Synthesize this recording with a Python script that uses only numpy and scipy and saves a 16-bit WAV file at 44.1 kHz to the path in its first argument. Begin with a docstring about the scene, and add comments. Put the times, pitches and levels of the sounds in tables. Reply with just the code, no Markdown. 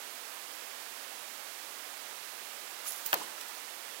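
"""A steady hiss on the right microphone and soft laps on a quiet lake; then a hooked fish thrashes
beside a kayak. Taut line rasps and whistles through the rod guides, the tackle ticks, then lets go
with a sharp double crack that rings the plastic hull and sinks into a thud. The splashes are drop
impacts and ringing bubbles; fine spray patters back on the water close by, to the right."""
import sys
import numpy as np
from scipy import signal
from scipy.fft import rfft, irfft
from scipy.io import wavfile
from scipy.ndimage import uniform_filter1d

SR = 44100
rng = np.random.default_rng(int(sys.argv[2]) if len(sys.argv) > 2 else 0)


def wav_out(sig):
    """Save sig, one row per channel (or a flat mono array), as 16-bit PCM at SR to the path in sys.argv[1]."""
    wavfile.write(sys.argv[1], SR, np.round(np.clip(np.atleast_2d(sig).T, -1, 1) * 32767).astype(np.int16))


N = 176400
TIME = np.arange(N) / SR
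TOP_HZ, LINE_PAN_DB = 15850, -9

# blows of the crack (t/s, level/dB, low-pass f/Hz, left-right/dB)
BLOWS = [(3.1303, 12.5, 3300, 1), (3.1335, 9, 1800, 2), (3.1387, 12, 1050, 1), (3.1422, 5, 2000, 1)]


def undb(db):
    return 10 ** (np.asarray(db) / 20)


def unit(x):
    return x / np.sqrt(np.mean(x ** 2))


def noise():
    return rng.standard_normal((2, N))


def pan(db):
    """Microphone gains for a left-minus-right level difference."""
    return undb(np.array([[db], [-db]]) / 2)


def colour(x, points):
    """Causal filter through (f/Hz, level/dB) points that keeps the power of white noise."""
    hz, db = np.array(points, float).T
    bin_hz = np.arange(N // 2 + 1) * SR / N
    gain = unit(undb(np.interp(np.log(bin_hz + 1), np.log(hz), db)))
    cepstrum = irfft(np.log(gain), N)
    cepstrum[1:N // 2] *= 2
    cepstrum[N // 2 + 1:] = 0
    return irfft(rfft(x) * np.exp(rfft(cepstrum)), N)


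def band(x, hz, width):
    """One resonance, gain 1 at its centre."""
    return signal.lfilter(*signal.iirpeak(hz, hz / width, fs=SR), x)


def butter(x, order, hz, kind):
    return signal.sosfilt(signal.butter(order, hz, kind, fs=SR, output="sos"), x)


def fade(start, t60, rise=1 / SR):
    """Envelope with a straight rise and an exponential fall; times in seconds."""
    age = np.maximum(TIME - start, 0)
    return np.minimum(age / rise, 1) * np.exp(-np.log(1000) * np.maximum(age - rise, 0) / t60) + 1e-18


def walk(per_s):
    """Smooth random wander with a spread of 1."""
    return unit(uniform_filter1d(rng.standard_normal(N), int(SR / per_s)))


def crack():
    """A few blows within 12 ms, each a contact pulse and a short rattle, ring the rod and hull."""
    # resonances of rod and hull (f/Hz, width/Hz, level/dB)
    modes = [(380, 44, -3.5), (626, 44, -10), (808, 61, 1), (1030, 47, -4), (1235, 74, -4),
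             (1470, 220, 2.5), (1710, 120, 7), (2590, 220, 4), (2850, 150, 3.5), (3080, 100, 0.5),
             (4360, 280, 2)]
    rattle_db, contact_db, left_lag_s = -7.5, -2.5, 0.00027
    force = 0
    for start, db, bright_hz, side_db in BLOWS:
        push = rng.standard_normal(N) * fade(start, t60=0.022)
        push *= undb(rattle_db) / np.sqrt(np.sum(push ** 2))
        push[int(start * SR)] += undb(contact_db)
        force = force + undb(db) * pan(side_db) * butter(push, 4, bright_hz, "low")
    ring = sum(undb(db) * band(force, hz, width) for hz, width, db in modes)
    snap = undb(-32) * band(force, hz=2000, width=3600)
    left, right = butter(ring + snap, 1, 288, "high")  # the hull radiates little bass
    return np.array([np.roll(left, int(left_lag_s * SR)), right])


def thud():
    """The crack sinks into a thud: bending waves arrive high notes first, so the pitch falls."""
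    start, start_hz, sag_s = 3.131, 1250, 0.0165
    hz = start_hz / (1 + np.maximum(TIME - start, 0) / sag_s)
    wave = np.sin(2 * np.pi * start_hz * sag_s * np.log(start_hz / hz))
    return undb(-30.5) * fade(start, t60=0.125, rise=0.007) * wave * pan(1)


def crack_tail():
    """The crack dies away over the hull and water as a diffuse ring."""
    # octave bands of the decay (f/Hz, level/dB, t60/s)
    octaves = [(237, -52.5, 0.55), (464, -49.5, 0.64), (890, -35.5, 0.23), (1740, -38, 0.13),
               (3260, -39.5, 0.23), (6440, -62, 0.37), (12000, -50, 0.4)]
    ring = 0
    for hz, db, t60 in octaves:
        edges_hz = [hz / np.sqrt(2), min(hz * np.sqrt(2), TOP_HZ)]
        wash = unit(butter(noise(), 3, edges_hz, "band"))
        ring = ring + undb(db) * fade(BLOWS[0][0], t60, rise=0.0052) * wash
    return ring


def line():
    """To the right, line running through the guides rasps and sets off an unsteady, very high whistle."""
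    # run of the line (t/s, rasp level/dB, whistle f/Hz, whistle level/dB)
    run = [(2.845, -52, 9780, -75), (2.870, -38.5, 9950, -57), (2.883, -40, 9960, -35),
           (2.891, -41, 9980, -44), (2.905, -44.5, 10100, -42), (2.925, -45, 10200, -51),
           (2.955, -50, 9950, -50), (2.98, -47, 10250, -46), (3.005, -51, 10100, -66),
           (3.11, -49, 10200, -75), (3.18, -58, 10050, -80)]
    # spectrum of the rubbing (f/Hz, level/dB)
    rasp_spectrum = [(300, -30), (1500, -11), (4000, 3.5), (6500, 10.5), (11000, 7), (13500, 12),
                     (15500, 9.5)]
    # whistle partials (ratio to the main one, level/dB)
    partials = [(.702, -10), (1, 0), (1.318, -7)]
    times, *columns = np.array(run).T
    rasp_db, pitch_hz, whistle_db = (np.interp(TIME, times, column) for column in columns)
    running = (TIME > times[0]) & (TIME < times[-1])
    rasp = colour(noise(), rasp_spectrum) * undb(rasp_db + 2 * walk(290))
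    jitter, flutter_db = 0.0135, 5
    tone = 0
    for ratio, db in partials:
        hz = ratio * pitch_hz * (1 + jitter * walk(1300))
        tone = tone + undb(db) * np.sin(2 * np.pi * np.cumsum(hz) / SR)
    tone = unit(tone * undb(flutter_db * walk(250)))
    rough_hiss = undb(-18) * unit(band(noise(), hz=10200, width=1100))
    whistle = (tone + rough_hiss) * undb(whistle_db)
    return (rasp + whistle) * running * pan(LINE_PAN_DB)


def sizzle():
    """A thin, very high sizzle as the line goes slack, just before the crack."""
    # swell of the sizzle (t/s, level/dB)
    contour = [(3.03, -65), (3.058, -48), (3.066, -33), (3.085, -51), (3.135, -55)]
    times, db = np.array(contour).T
    swell = np.interp(TIME, times, undb(db), left=0, right=0)
    return swell * unit(band(noise(), hz=14900, width=720)) * pan(LINE_PAN_DB)


def tackle():
    """Small hard parts click, mostly to the right, some with a thin metallic ring."""
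    # tackle ticks (t/s, level/dB, t60/s, left-right/dB, relative ring level/dB)
    ticks = [(2.921, -35, 0.015, -14, -10), (2.929, -38, 0.025, -10, 0), (3.057, -36, 0.028, -1, -10),
             (3.0618, -25, 0.014, -12, 7), (3.1286, -29, 0.012, -12, -20), (3.1303, -22, 0.009, -4, -20),
             (3.1384, -22, 0.005, -10, -20), (3.1417, -15, 0.0055, -10, 0), (3.1432, -25, 0.018, -2, -20),
             (3.484, -39, 0.012, -2, -20)]
    # spectrum of a tick (f/Hz, level/dB)
    spectrum = [(300, -20), (2000, -9), (3500, -14.5), (5500, -4.5), (8500, -9.5), (11000, -9), (13500, -3),
                (15500, -6.5)]
    clicks = ringing = 0
    for start, db, t60, side_db, ring_db in ticks:
        click = noise() * undb(db) * fade(start, t60) * pan(side_db)
        clicks = clicks + click
        ringing = ringing + undb(ring_db) * click
    return colour(clicks, spectrum) + band(ringing, hz=14600, width=200)


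def bubbles():
    """Small bubbles ring in the water, each rising in pitch as it fades."""
    per_s, low_hz, high_hz, decay_cycles, glide = 300, 650, 4510, 6, 0.04
    fizz = np.zeros((2, N))
    for when, pitch, size, side in rng.random((int(per_s * N / SR), 4)):
        hz = low_hz * (high_hz / low_hz) ** pitch
        onset = int(when * N)
        age = np.arange(min(N - onset, SR // 10)) / SR * hz / decay_cycles  # in decay times
        wave = np.sin(2 * np.pi * decay_cycles * age * (1 + glide * age / 2))
        fizz[:, onset:onset + len(age)] += pan(8 * (side - .5)) * size ** 2 * np.exp(-age) * wave
    return unit(fizz)


def splashes():
    """The fish thrashes beside the kayak: each splash is a shower of drop impacts and bubbles."""
    # splashes (t/s, level/dB, rise/s, t60/s, high-pass f/Hz)
    bursts = [(2.755, -55, 0.044, 0.54, 400), (2.849, -42.5, 0.016, 0.17, 1100),
              (2.92, -53, 0.036, 0.45, 600), (3.056, -47, 0.0072, 0.3, 1100), (3.19, -42, 0.022, 0.25, 200),
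              (3.26, -53, 0.035, 1.1, 450), (3.37, -51, 0.013, 0.11, 800), (3.4, -52, 0.017, 0.2, 760),
              (3.48, -55, .008, 0.53, 600), (3.54, -66, 0.025, 3, 400), (3.83, -58, .035, 0.42, 304)]
    # spectrum of the drop impacts (f/Hz, level/dB)
    spectrum = [(100, -46), (200, -19), (330, -3), (600, 1), (1200, 0.5), (2500, -6), (5000, -8.5),
                (9000, -11.5), (15000, -13)]
    drops_per_s = 6000
    drops = (rng.random((2, N)) < drops_per_s / SR) * np.sign(noise())
    shower = (unit(colour(drops, spectrum)) + undb(-7) * bubbles()) * pan(-2.5)
    return sum(undb(db) * fade(start, t60, rise) * butter(shower, 2, low_hz, "high")
               for start, db, rise, t60, low_hz in bursts)


def plips():
    """Single large drops land on the lake with a short, hollow plip."""
    # large drops (t/s, level/dB, f/Hz)
    drops = [(2.859, -51, 2120), (3.063, -54, 2000), (3.378, -45, 2200), (3.739, -56, 2100)]
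    sound = 0
    for start, db, hz in drops:
        hollow = unit(band(band(noise(), hz, width=2900), hz, width=2900))
        sound = sound + undb(db) * fade(start, t60=0.044, rise=0.0015) * hollow
    return sound


def spray():
    """Fine spray lands close by on the right in short, bright patters."""
    # falls of spray (t/s, level/dB, t60/s)
    falls = [(3.165, -50, 0.29), (3.225, -48, 0.05), (3.405, -46, 0.073), (3.48, -48.5, 0.076),
             (3.56, -55, 0.19)]
    flow = sum(undb(db) * fade(start, t60, rise=0.0073) for start, db, t60 in falls)
    patter = band(noise(), hz=6960, width=10000) * undb(3.6 * walk(600))
    return flow * unit(patter) * pan(-14)


def laps():
    """The lake laps softly at the hull."""
    # laps (t/s, level/dB)
    wavelets = [(.51, -71), (.715, -60), (.968, -63), (1.205, -65)]
    swell = sum(undb(db) * fade(start, t60=0.11, rise=0.0063) for start, db in wavelets)
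    return swell * unit(band(noise(), hz=600, width=810))


def microphone_hiss():
    """The right microphone hisses steadily."""
    # spectrum of the hiss (f/Hz, density/dB)
    spectrum = [(40, -35), (100, -31.5), (150, -24.5), (200, -12.5), (300, -7), (520, -2), (750, 0),
                (1800, -0.5), (2600, -1.6), (3600, -3), (6000, -5.5), (10000, -6.5), (15500, -8.5)]
    return undb(-40) * colour(noise(), spectrum) * np.array([[0], [1]])


def lake_air():
    """Faint, still air over the lake reaches both microphones."""
    # spectrum of the open air (f/Hz, density/dB)
    spectrum = [(40, -18), (130, 3), (400, 3), (1000, 2), (2200, -2.5), (3500, 6), (6800, 8), (9000, -8),
                (15000, -5.5)]
    return undb(-66) * colour(noise(), spectrum)


def scene():
    background = microphone_hiss() + lake_air() + laps()
    rod_and_hull = line() + sizzle() + tackle() + crack() + thud() + crack_tail()
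    return background + rod_and_hull + splashes() + plips() + spray()


def record(dry):
    """The recorder cuts the deep bass and the very top."""
    thin = butter(dry, 2, 60, "high")
    return signal.sosfilt(signal.ellip(12, .1, 80, TOP_HZ, fs=SR, output="sos"), thin)


dry = scene()
out = record(dry)
wav_out(out)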